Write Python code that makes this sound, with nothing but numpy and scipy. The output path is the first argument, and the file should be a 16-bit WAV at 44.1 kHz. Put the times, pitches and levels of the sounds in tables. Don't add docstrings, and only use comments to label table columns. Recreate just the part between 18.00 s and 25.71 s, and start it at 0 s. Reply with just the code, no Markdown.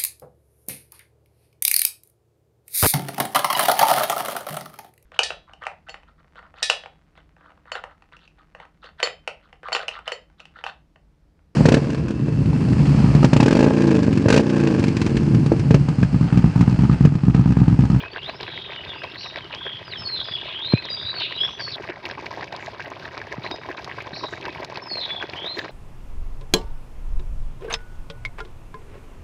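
import sys
import numpy as np
from scipy import signal
from scipy.fft import rfft, irfft
from scipy.io import wavfile
from scipy.ndimage import uniform_filter1d

SR = 44100
rng = np.random.default_rng(int(sys.argv[2]) if len(sys.argv) > 2 else 0)


def file_out(sig):
    cols = np.atleast_2d(sig).T
    lim = np.clip(cols, -1, 1)
    pcm = np.round(lim * 32767).astype(np.int16)
    wavfile.write(sys.argv[1], SR, pcm)


N = 340011
CUT_S = 3.76

# start_s, level_db (before the wok colours them), pitch_hz (at the start)
POPS = [(0.051, -22, 1390), (0.162, -12.5, 1450), (0.172, -21, 1870), (0.298, -24, 1100), (0.437, -23, 866),
        (0.48, -17, 1470), (0.576, -20, 2000), (1.048, -24, 1110), (1.359, -16, 1820), (1.539, -17, 2530),
        (1.666, -14.5, 1520), (1.936, -18, 1990), (2.286, -18, 1340), (2.723, -18, 1080),
        (2.775, -19.5, 2340), (2.851, -24, 1060), (2.887, -20.5, 1960), (3.141, -17, 1360),
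        (3.211, -21.5, 2300), (3.435, -17, 1580), (3.605, -15, 1560), (3.681, -20.5, 1850),
        (3.842, -23, 1510), (3.889, -19, 2160), (3.902, -17, 1400), (4.055, -15, 2420), (4.113, -20, 1450),
        (4.18, -18.5, 1020), (4.244, -21.5, 940), (4.374, -17, 706), (4.409, -19, 1070), (4.425, -18, 1400),
        (4.526, -20.5, 800), (4.67, -20.5, 1740), (4.803, -16.5, 1550), (4.918, -17.5, 1100),
        (5.079, -22, 1560), (5.178, -16.5, 1160), (5.216, -18, 1620), (5.325, -19, 1830),
        (5.446, -18, 1110), (5.464, -16.5, 2070), (5.512, -16.5, 710), (5.542, -17.5, 610),
        (5.688, -17.5, 756), (5.713, -17, 1590), (5.782, -16, 1310), (5.876, -16.5, 1170),
        (5.914, -16.5, 1720), (5.983, -20, 970), (6.071, -19, 990), (6.242, -18.5, 910), (6.249, -19, 636),
        (6.454, -15, 1500), (6.469, -18.5, 576), (6.56, -21, 1020), (6.629, -19.5, 980), (6.723, -20, 900),
        (6.774, -18.5, 940), (6.971, -19.5, 940), (7.226, -10.5, 1450), (7.335, -18, 2220),
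        (7.444, -20, 556), (7.593, -12.5, 1700)]
# start_s (within the call), length_s,
# first_pitch_hz, last_pitch_hz, arch_hz (bulge of the glide), level_db (within the call),
# buzz_hz (strength of the pitch shaking)
FALL = [(0, .075, 5330, 5140, 30, -13, 45), (.06, .07, 5045, 5040, -20, -11, 35),
        (.075, .13, 4450, 4000, 30, -0.5, 84.7), (.185, .075, 3950, 3510, -2, 0.5, 400),
        (.27, .065, 3430, 3430, 14.5, -1.5, 40), (.34, .07, 3424, 3297, 21, -2, 110)]
RISE = [(0, .1, 2947, 3355, 60, -3.5, 200), (.085, .07, 3440, 4014, 40, 0.5, 230),
        (.135, .08, 4064, 4160, 30, -1, 55)]
CHIRP = [(0, .085, 3900, 4330, 252, -0.5, 380), (.06, 0.11, 3950, 3870, -57.5, -2, 190),
         (.01, .13, 5200, 5250, 150, -11.5, 390)]


def gain_of(db):
    return 10 ** (np.asarray(db) / 20)


def evened(x):
    return x / np.sqrt(np.mean(x ** 2) + 1e-20)


def add(mix, s, sound):
    part = mix[max(0, round(s * SR)):][:len(sound)]
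    part += sound[:len(part)]


def wander(size, rate_hz):
    hz = np.fft.rfftfreq(size, 1 / SR)
    spectrum = rfft(rng.standard_normal(size))
    return evened(irfft(spectrum / (1 + (hz / rate_hz) ** 4), size))


def colour(x, points, size=4096):
    f, db = np.transpose(points)
    hz = abs(np.fft.fftfreq(size, 1 / SR))
    log_gain = np.log(gain_of(np.interp(np.log(hz + 1), np.log(f), db)))
    taps = np.fft.ifft(np.exp(np.conj(signal.hilbert(log_gain)))).real
    return signal.oaconvolve(x, taps[:size // 2])[:len(x)]


def echoes(x, first, t60, count):
    delay = rng.uniform(0, t60, count)
    taps = np.zeros(int((first + t60) * SR) + 2)
    strength = rng.choice([-1, 1], count) * gain_of(-60 * delay / t60)
    np.add.at(taps, ((first + delay) * SR).astype(int), strength)
    return signal.oaconvolve(x, taps / np.linalg.norm(taps))[:len(x)]


def pop(hz, cycles, rise, size=900):
    turns = hz * np.arange(size) / SR
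    age = turns / cycles
    opening = 1 - np.exp(-turns / .35)
    rising_turns = turns * (1 + rise * age / (1 + age))
    ring = opening * np.exp(-age) * np.sin(2 * np.pi * rising_turns)
    return ring / abs(ring).max()


def small_bubbles(per_s=1200, spread_db=4.0, cluster_db=2.0, size_cluster_db=0.65, cluster_hz=45,
                  simmer_db=-0.5, boil_db=0.0, count=32):
    # (per Hz, relative)
    simmer = [(60, -24.5), (200, -10), (420, 5.5), (750, 0.5), (1050, 2), (1330, -3.5), (1620, 1),
              (2300, 0), (3200, -1.5), (4800, -13.5), (6500, -34.5), (8500, -54.5), (11500, -42),
              (15000, -45.5)]
    # (per Hz, relative)
    boil = [(60, -12.5), (200, -8), (450, 2.5), (1050, 0), (1330, -9), (1650, -3), (2300, -4),
            (3100, -14.5), (4900, -16), (6500, -30.5), (8800, -56), (11500, -42), (13000, -48.5),
            (15500, -39)]
    t = np.arange(N) / SR
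    foam = np.zeros(N)
    for family in np.split(np.geomspace(200, 12000, count), 4):
        activity = gain_of(size_cluster_db * np.clip(wander(N, cluster_hz), -2, 2))
        for hz in family:
            at = rng.integers(0, N, int(per_s * N / SR / count))
            bursts = np.zeros(N)
            bursts[at] = gain_of(spread_db * np.minimum(rng.exponential(1, len(at)), 4))
            cycles = rng.uniform(.5, 1.3) * (1 + 1.8 * np.exp(-2 * np.log(hz / 1700) ** 2))
            ring = pop(hz, cycles, rise=0.053)
            ring /= np.linalg.norm(ring)
            foam += signal.oaconvolve(bursts * activity, ring)[:N] * np.sqrt(hz)
    foam *= gain_of(cluster_db * np.clip(wander(N, cluster_hz), -2, 2))
    foam += 0.36 * echoes(foam, first=0.001193, t60=.03, count=40)
    out = np.zeros(N)
    simmering = t < CUT_S
    for points, db, when in ((simmer, simmer_db, simmering), (boil, boil_db, ~simmering)):
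        sound = colour(foam, points)
        power = abs(uniform_filter1d(sound ** 2, size=3500))
        sound /= np.sqrt(power + 1e-12)
        out += sound * gain_of(db) * when
    return out * steam(t)


def steam(t, stir_db=-19.5, stir_half_length_s=.02):
    # time_s, level_db (relative)
    heat = [(0, -42), (1.3, -42.5), (2.5, -40), (3.7, -42.5), (3.82, -38.5), (4.0, -43), (4.2, -41),
            (5.2, -42), (6.0, -40), (7.7, -40.5)]
    # middle_s, half_length_s, level_db (relative)
    gulps = [(0.014, 0.09, -35), (0.167, .025, -33), (0.293, 0.033, -33), (.407, .02, -34.5),
             (.435, .015, -33), (0.496, .03, -35), (0.566, 0.039, -36), (.73, 0.075, -35),
             (0.868, 0.084, -39), (.95, .04, -35.5), (1.041, 0.033, -30.5), (1.149, 0.044, -37),
             (1.26, 0.035, -35.5), (1.375, .03, -29.5), (1.543, 0.044, -35), (1.66, 0.033, -35.5),
             (2.453, 0.055, -37.5), (2.731, 0.018, -29.5), (3.2, 0.073, -36.5), (3.316, 0.021, -30.5),
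             (3.467, .06, -35.5), (3.611, .02, -34), (3.903, .025, -36.5), (4.085, 0.06, -33.5),
             (4.265, .035, -36.5), (4.33, 0.06, -36), (4.425, 0.055, -35.5), (4.544, .035, -34),
             (4.665, 0.11, -38.5), (4.853, 0.065, -37), (5.047, 0.052, -37.5), (5.145, .04, -37),
             (5.331, 0.031, -32), (5.455, 0.022, -34.5), (5.516, 0.019, -33), (5.692, 0.046, -34),
             (6.008, 0.044, -38), (6.241, .025, -30.5), (6.338, 0.063, -36.5), (6.422, 0.021, -36.5),
             (6.483, 0.041, -32), (6.614, .04, -33), (6.762, 0.02, -35.5), (6.958, 0.052, -34),
             (7.09, 0.13, -38), (7.236, 0.018, -31), (7.384, 0.03, -38), (7.45, 0.031, -33.5),
             (7.582, 0.047, -34), (7.647, 0.026, -32)]
    power = gain_of(np.interp(t, *np.transpose(heat))) ** 2
    stirs = [(s, stir_half_length_s, db + stir_db) for s, db, hz in POPS]
    for middle, half_length, db in gulps + stirs:
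        swell = signal.windows.hann(int(2 * half_length * SR)) ** 2
        start = middle - half_length
        add(power, start, gain_of(db) ** 2 * swell[max(0, round(-start * SR)):])
    return np.sqrt(power)


def large_bubbles(level_db=-1.0, splash=0.19, neighbour_db=-12, neighbour_s=.009, count=3):
    # frequency_hz, gain_db
    wok = [(100, -2), (350, 3), (550, -5.5), (1050, -1.5), (1350, -12.5), (1650, -1), (2300, -0.5),
           (3200, -1), (5000, -8), (7000, -23), (10000, -31.5)]
    out = np.zeros(N)
    for s, db, hz in POPS + middling_pops():
        cycles = rng.uniform(.7, 1.1) * (.5 + hz / 1400)
        ring = pop(hz, cycles, rise=0.042)
        scattered = splash * echoes(ring, first=0.000932, t60=.025, count=14)
        add(out, s, gain_of(db + level_db) * (ring + scattered))
        for when, size, pitch in rng.standard_normal((count, 3)):
            near_hz = np.clip(hz * np.exp(.4 * pitch), 350, 2600)
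            blip = pop(near_hz, cycles=.5 + near_hz / 1100, rise=0.054)
            add(out, s + neighbour_s * abs(when), gain_of(db + neighbour_db + 1.2 * size) * blip)
    return colour(out, wok)


def middling_pops(per_s=9, typical_db=-25, typical_hz=947, spread_db=2.0, pitch_spread=0.34, count=200):
    times = CUT_S + np.cumsum(rng.exponential(1 / per_s, count))
    sizes, pitches = np.clip(rng.standard_normal((2, count)), -2, 2)
    levels = typical_db + spread_db * sizes
    rows = zip(times, levels, typical_hz * np.exp(pitch_spread * pitches))
    return [row for row in rows if row[0] < N / SR]


def spits(spray=0.094, spray_s=0.0031, size=2048):
    # start_s, level_db (peak), lift_db (of the fizz above 6 kHz)
    spit_list = [(0.41, -21, 0), (0.4306, -17, -17), (1.36, -20, -11), (1.5486, -17.5, -1),
                 (2.8542, -18, -5), (4.0536, -19.5, -11), (4.112, -18, -25), (4.263, -21, -2),
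                 (4.525, -21, 9), (4.564, -20, 9), (4.662, -21, 14), (4.903, -31, 23), (5.178, -20, 3),
                 (5.465, -27, 6), (5.513, -14.5, 0), (5.8454, -19.5, 15), (6.023, -30, 18),
                 (6.412, -24.5, 7), (6.454, -18, 5), (6.6474, -17.5, 13.5), (6.759, -19, -7),
                 (6.773, -16.5, -4), (7.298, -19.5, 0), (7.5905, -14, -19)]
    # (per Hz, relative)
    snap_colour = [(100, -1), (500, 1.5), (2200, -1), (4200, 6), (5300, 0), (6500, -18.5), (8500, -40.5),
                   (11500, -35.5), (15000, -63)]
    out, t = np.zeros(N), np.arange(size) / SR
    for s, db, lift_db in spit_list:
        snap = spray * rng.standard_normal(size) * np.exp(-t / spray_s)
        snap[0] = 1
        points = [(hz, level + lift_db * (hz > 6000)) for hz, level in snap_colour]
        sound = colour(snap, points)
        add(out, s, gain_of(db) * sound / abs(sound).max())
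    return out


def sizzles(centre_hz=6400, width_hz=1700, crackle_db=4):
    # start_s, length_s, level_db (before the band filter)
    sizzle_list = [(4.593, 0.15, -48), (6.27, 0.16, -48), (7.54, 0.18, -49)]
    out = np.zeros(N)
    for s, length, db in sizzle_list:
        t = np.arange(int(length * SR)) / SR
        crackle = gain_of(crackle_db * wander(len(t), 400))
        hiss = evened(rng.standard_normal(len(t)) * crackle)
        swell = np.sin(np.pi * np.sqrt(t / length)) ** 2
        add(out, s, gain_of(db) * hiss * swell)
    band = [centre_hz - width_hz / 2, centre_hz + width_hz / 2]
    return signal.sosfilt(signal.butter(3, band, "band", fs=SR, output="sos"), out)


def thumps(sweep=2.6, sweep_s=0.0023, decay_s=0.0065, rise_s=0.00082, size=3500):
    # start_s, level_db (before the rise and decay), pitch_hz (after the drop)
    thump_list = [(2.051, -29.5, 69), (2.31, -28, 85), (2.7364, 2.1, 107), (3.05, -27.5, 77),
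                  (5.382, -18.5, 111), (6.13, -25, 128)]
    out, t = np.zeros(N), np.arange(size) / SR
    for s, db, hz in thump_list:
        turns = np.cumsum(hz * (1 + sweep * np.exp(-t / sweep_s))) / SR
        envelope = (1 - np.exp(-t / rise_s)) * np.exp(-t / decay_s)
        add(out, s, gain_of(db) * envelope * np.sin(2 * np.pi * turns))
    return out


def birds(level_db=-2.5, near_db=-8, yard_db=-10.0):
    # call, start_s, level_db (relative)
    figures = [(CHIRP, 1.165, -34), (FALL, 1.968, -26), (RISE, 2.53, -26.5), (CHIRP, 6.128, -35),
               (FALL, 6.815, -28), (RISE, 7.352, -29.5)]
    # start_s, length_s, first_pitch_hz, last_pitch_hz, arch_hz,
    # level_db (relative), buzz_hz
    single_notes = [(0, 0.097, 2330, 2620, 43.5, -38, 60), (.11, 0.048, 4450, 4630, 42, -45.5, 100),
                    (.15, 0.12, 2730, 2910, -2, -42, 100), (.225, 0.077, 3070, 4100, 80, -31.5, 190),
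                    (.29, 0.11, 4200, 5430, 151, -48.5, 280), (.42, 0.41, 3720, 3280, -30, -37.5, 446.5),
                    (0.759, 0.073, 2970, 2950, -1, -37, 179.6), (0.871, 0.067, 3660, 3350, 0, -33.5, 160.7),
                    (0.909, 0.24, 2882, 2750, -130, -39.5, 130), (.94, 0.12, 4520, 5240, 99, -52, 140),
                    (1.07, .06, 4530, 5470, 100, -54, 120), (1.415, .06, 3190, 2860, 0, -40, 80),
                    (1.51, 0.098, 2810, 3460, 2, -37.5, 160), (1.59, .21, 3420, 3156, -0.5, -32.5, 210),
                    (1.841, 0.092, 5070, 4100, 243, -44.5, 40), (1.905, .095, 4350, 2850, -150, -33.5, 40),
                    (2.23, 0.15, 4900, 4770, -2, -41.5, 300), (2.35, .09, 3150, 3310, -49.5, -33, 450),
                    (2.43, .13, 3306, 3045, -100, -33, 721), (2.715, 0.091, 2266, 2600, 43, -34, 60),
                    (2.73, 0.084, 4050, 4080, 0, -34, 40), (2.825, 0.07, 4270, 2880, 0, -35, 350),
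                    (2.88, 0.093, 3786, 3874, 21, -29.5, 35), (2.895, .08, 4860, 4790, -41, -29.5, 45.1),
                    (2.96, 0.13, 3480, 3820, 45, -32, 250), (2.97, 0.2, 4950, 4550, -100, -41, 240),
                    (3.05, 0.074, 3836, 3960, -1, -24.5, 110), (3.145, 0.078, 4480, 4120, 67, -30.5, 149),
                    (3.19, 0.093, 3587, 3145, -100, -24.5, 800), (3.28, 0.092, 3210, 3400, 2, -35, 850),
                    (3.35, 0.035, 3865, 3904, 1, -26.5, 80), (3.37, .05, 3045, 3205, 1, -30, 350),
                    (3.38, .1, 4860, 5530, 0, -42, 170), (3.4, 0.0776, 3244, 3428, 39, -20.5, 110),
                    (3.47, 0.14, 5750, 5720, 250, -55, 120), (3.59, .13, 4775, 4350, -120, -31.5, 150),
                    (3.59, 0.16, 5420, 4990, -2, -44, 432), (3.715, 0.048, 4260, 3450, -5, -29.5, 476),
                    (5.43, 0.06, 3840, 4090, 100, -39.5, 190), (5.505, 0.053, 4910, 5020, -30, -41, 60),
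                    (5.513, 0.022, 3820, 3710, -1, -32, 30), (6.449, 0.087, 2710, 2480, -27, -43, 55)]
    song, out = np.zeros(N), np.zeros(N)
    for figure, start, db in figures:
        for s, *shape in figure:
            add(song, start + s, gain_of(db) * note(*shape))
    for s, *shape in single_notes:
        add(song, s, note(*shape))
    second_scene = np.arange(N) / SR >= CUT_S
    for when in (~second_scene, second_scene):
        near = gain_of(near_db) * echoes(song * when, first=0.0015, t60=.075, count=30)
        yard = gain_of(yard_db) * echoes(song * when, first=.02, t60=.6, count=500)
        out += (song + near + yard) * when
    return gain_of(level_db) * out


def note(length, first_hz, last_hz, arch_hz, db, buzz, buzz_hz=125, rasp_hz=150, swing=0.86, jitter=0.27,
         throb=0.064, shimmer_db=3.0, second_db=-58, third_db=-54, attack=0.2, release=0.32):
    t = np.arange(0, length, 1 / SR)
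    u = t / length
    hz = first_hz + (last_hz - first_hz) * u + arch_hz * np.sin(np.pi * u)
    fade = np.clip(np.minimum(u / attack, (1 - u) / release), 0, 1)
    envelope = np.sin(np.pi / 2 * fade)
    harsh = np.clip(buzz / 800, 0, 1)
    unsteady = 1 + 0.11 * wander(SR, 40)[:len(t)]
    flutter_hz = (buzz_hz + rasp_hz * harsh ** 2) * unsteady
    flutter = np.sin(2 * np.pi * np.cumsum(flutter_hz) / SR)
    roughness = jitter * np.sqrt(harsh) * wander(SR, 900)[:len(t)]
    shaken_hz = hz + buzz * (swing * harsh ** 0.082 * flutter + roughness)
    phase = 2 * np.pi * np.cumsum(shaken_hz) / SR
    shimmer = gain_of(shimmer_db * wander(SR, 92)[:len(t)])
    pressure = (1 + throb * np.sqrt(harsh) * flutter) * shimmer
    overtones = gain_of(second_db) * np.sin(2 * phase) + gain_of(third_db) * np.sin(3 * phase)
    tone = np.sin(phase) + overtones
    return gain_of(db) * evened(pressure * tone) * envelope


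def air(level_db=-46, swell_db=2.2):
    # (per Hz, relative)
    air_colour = [(20, -32.5), (40, -12.5), (70, -4), (120, 1.5), (200, -7.5), (400, -16.5), (1000, -17),
                  (3500, -23), (5000, -25), (6500, -42.5), (8500, -53), (11300, -50), (12800, -63),
                  (15500, -61.5)]
    noise = rng.standard_normal(N) * gain_of(swell_db * wander(N, 15))
    return gain_of(level_db) * evened(colour(noise, air_colour))


def scene():
    wok_sound = small_bubbles() + large_bubbles() + spits() + sizzles() + thumps()
    return (wok_sound + birds() + air())[None]


def record(dry, bass_cut_hz=48, edge_hz=15700):
    dry = signal.sosfilt(signal.butter(2, bass_cut_hz, "high", fs=SR, output="sos"), dry)
    low_pass = signal.firwin(511, edge_hz, window=("kaiser", 9), fs=SR)
    return signal.oaconvolve(dry, low_pass[None], "same")


dry = scene()
out = record(dry)
file_out(out)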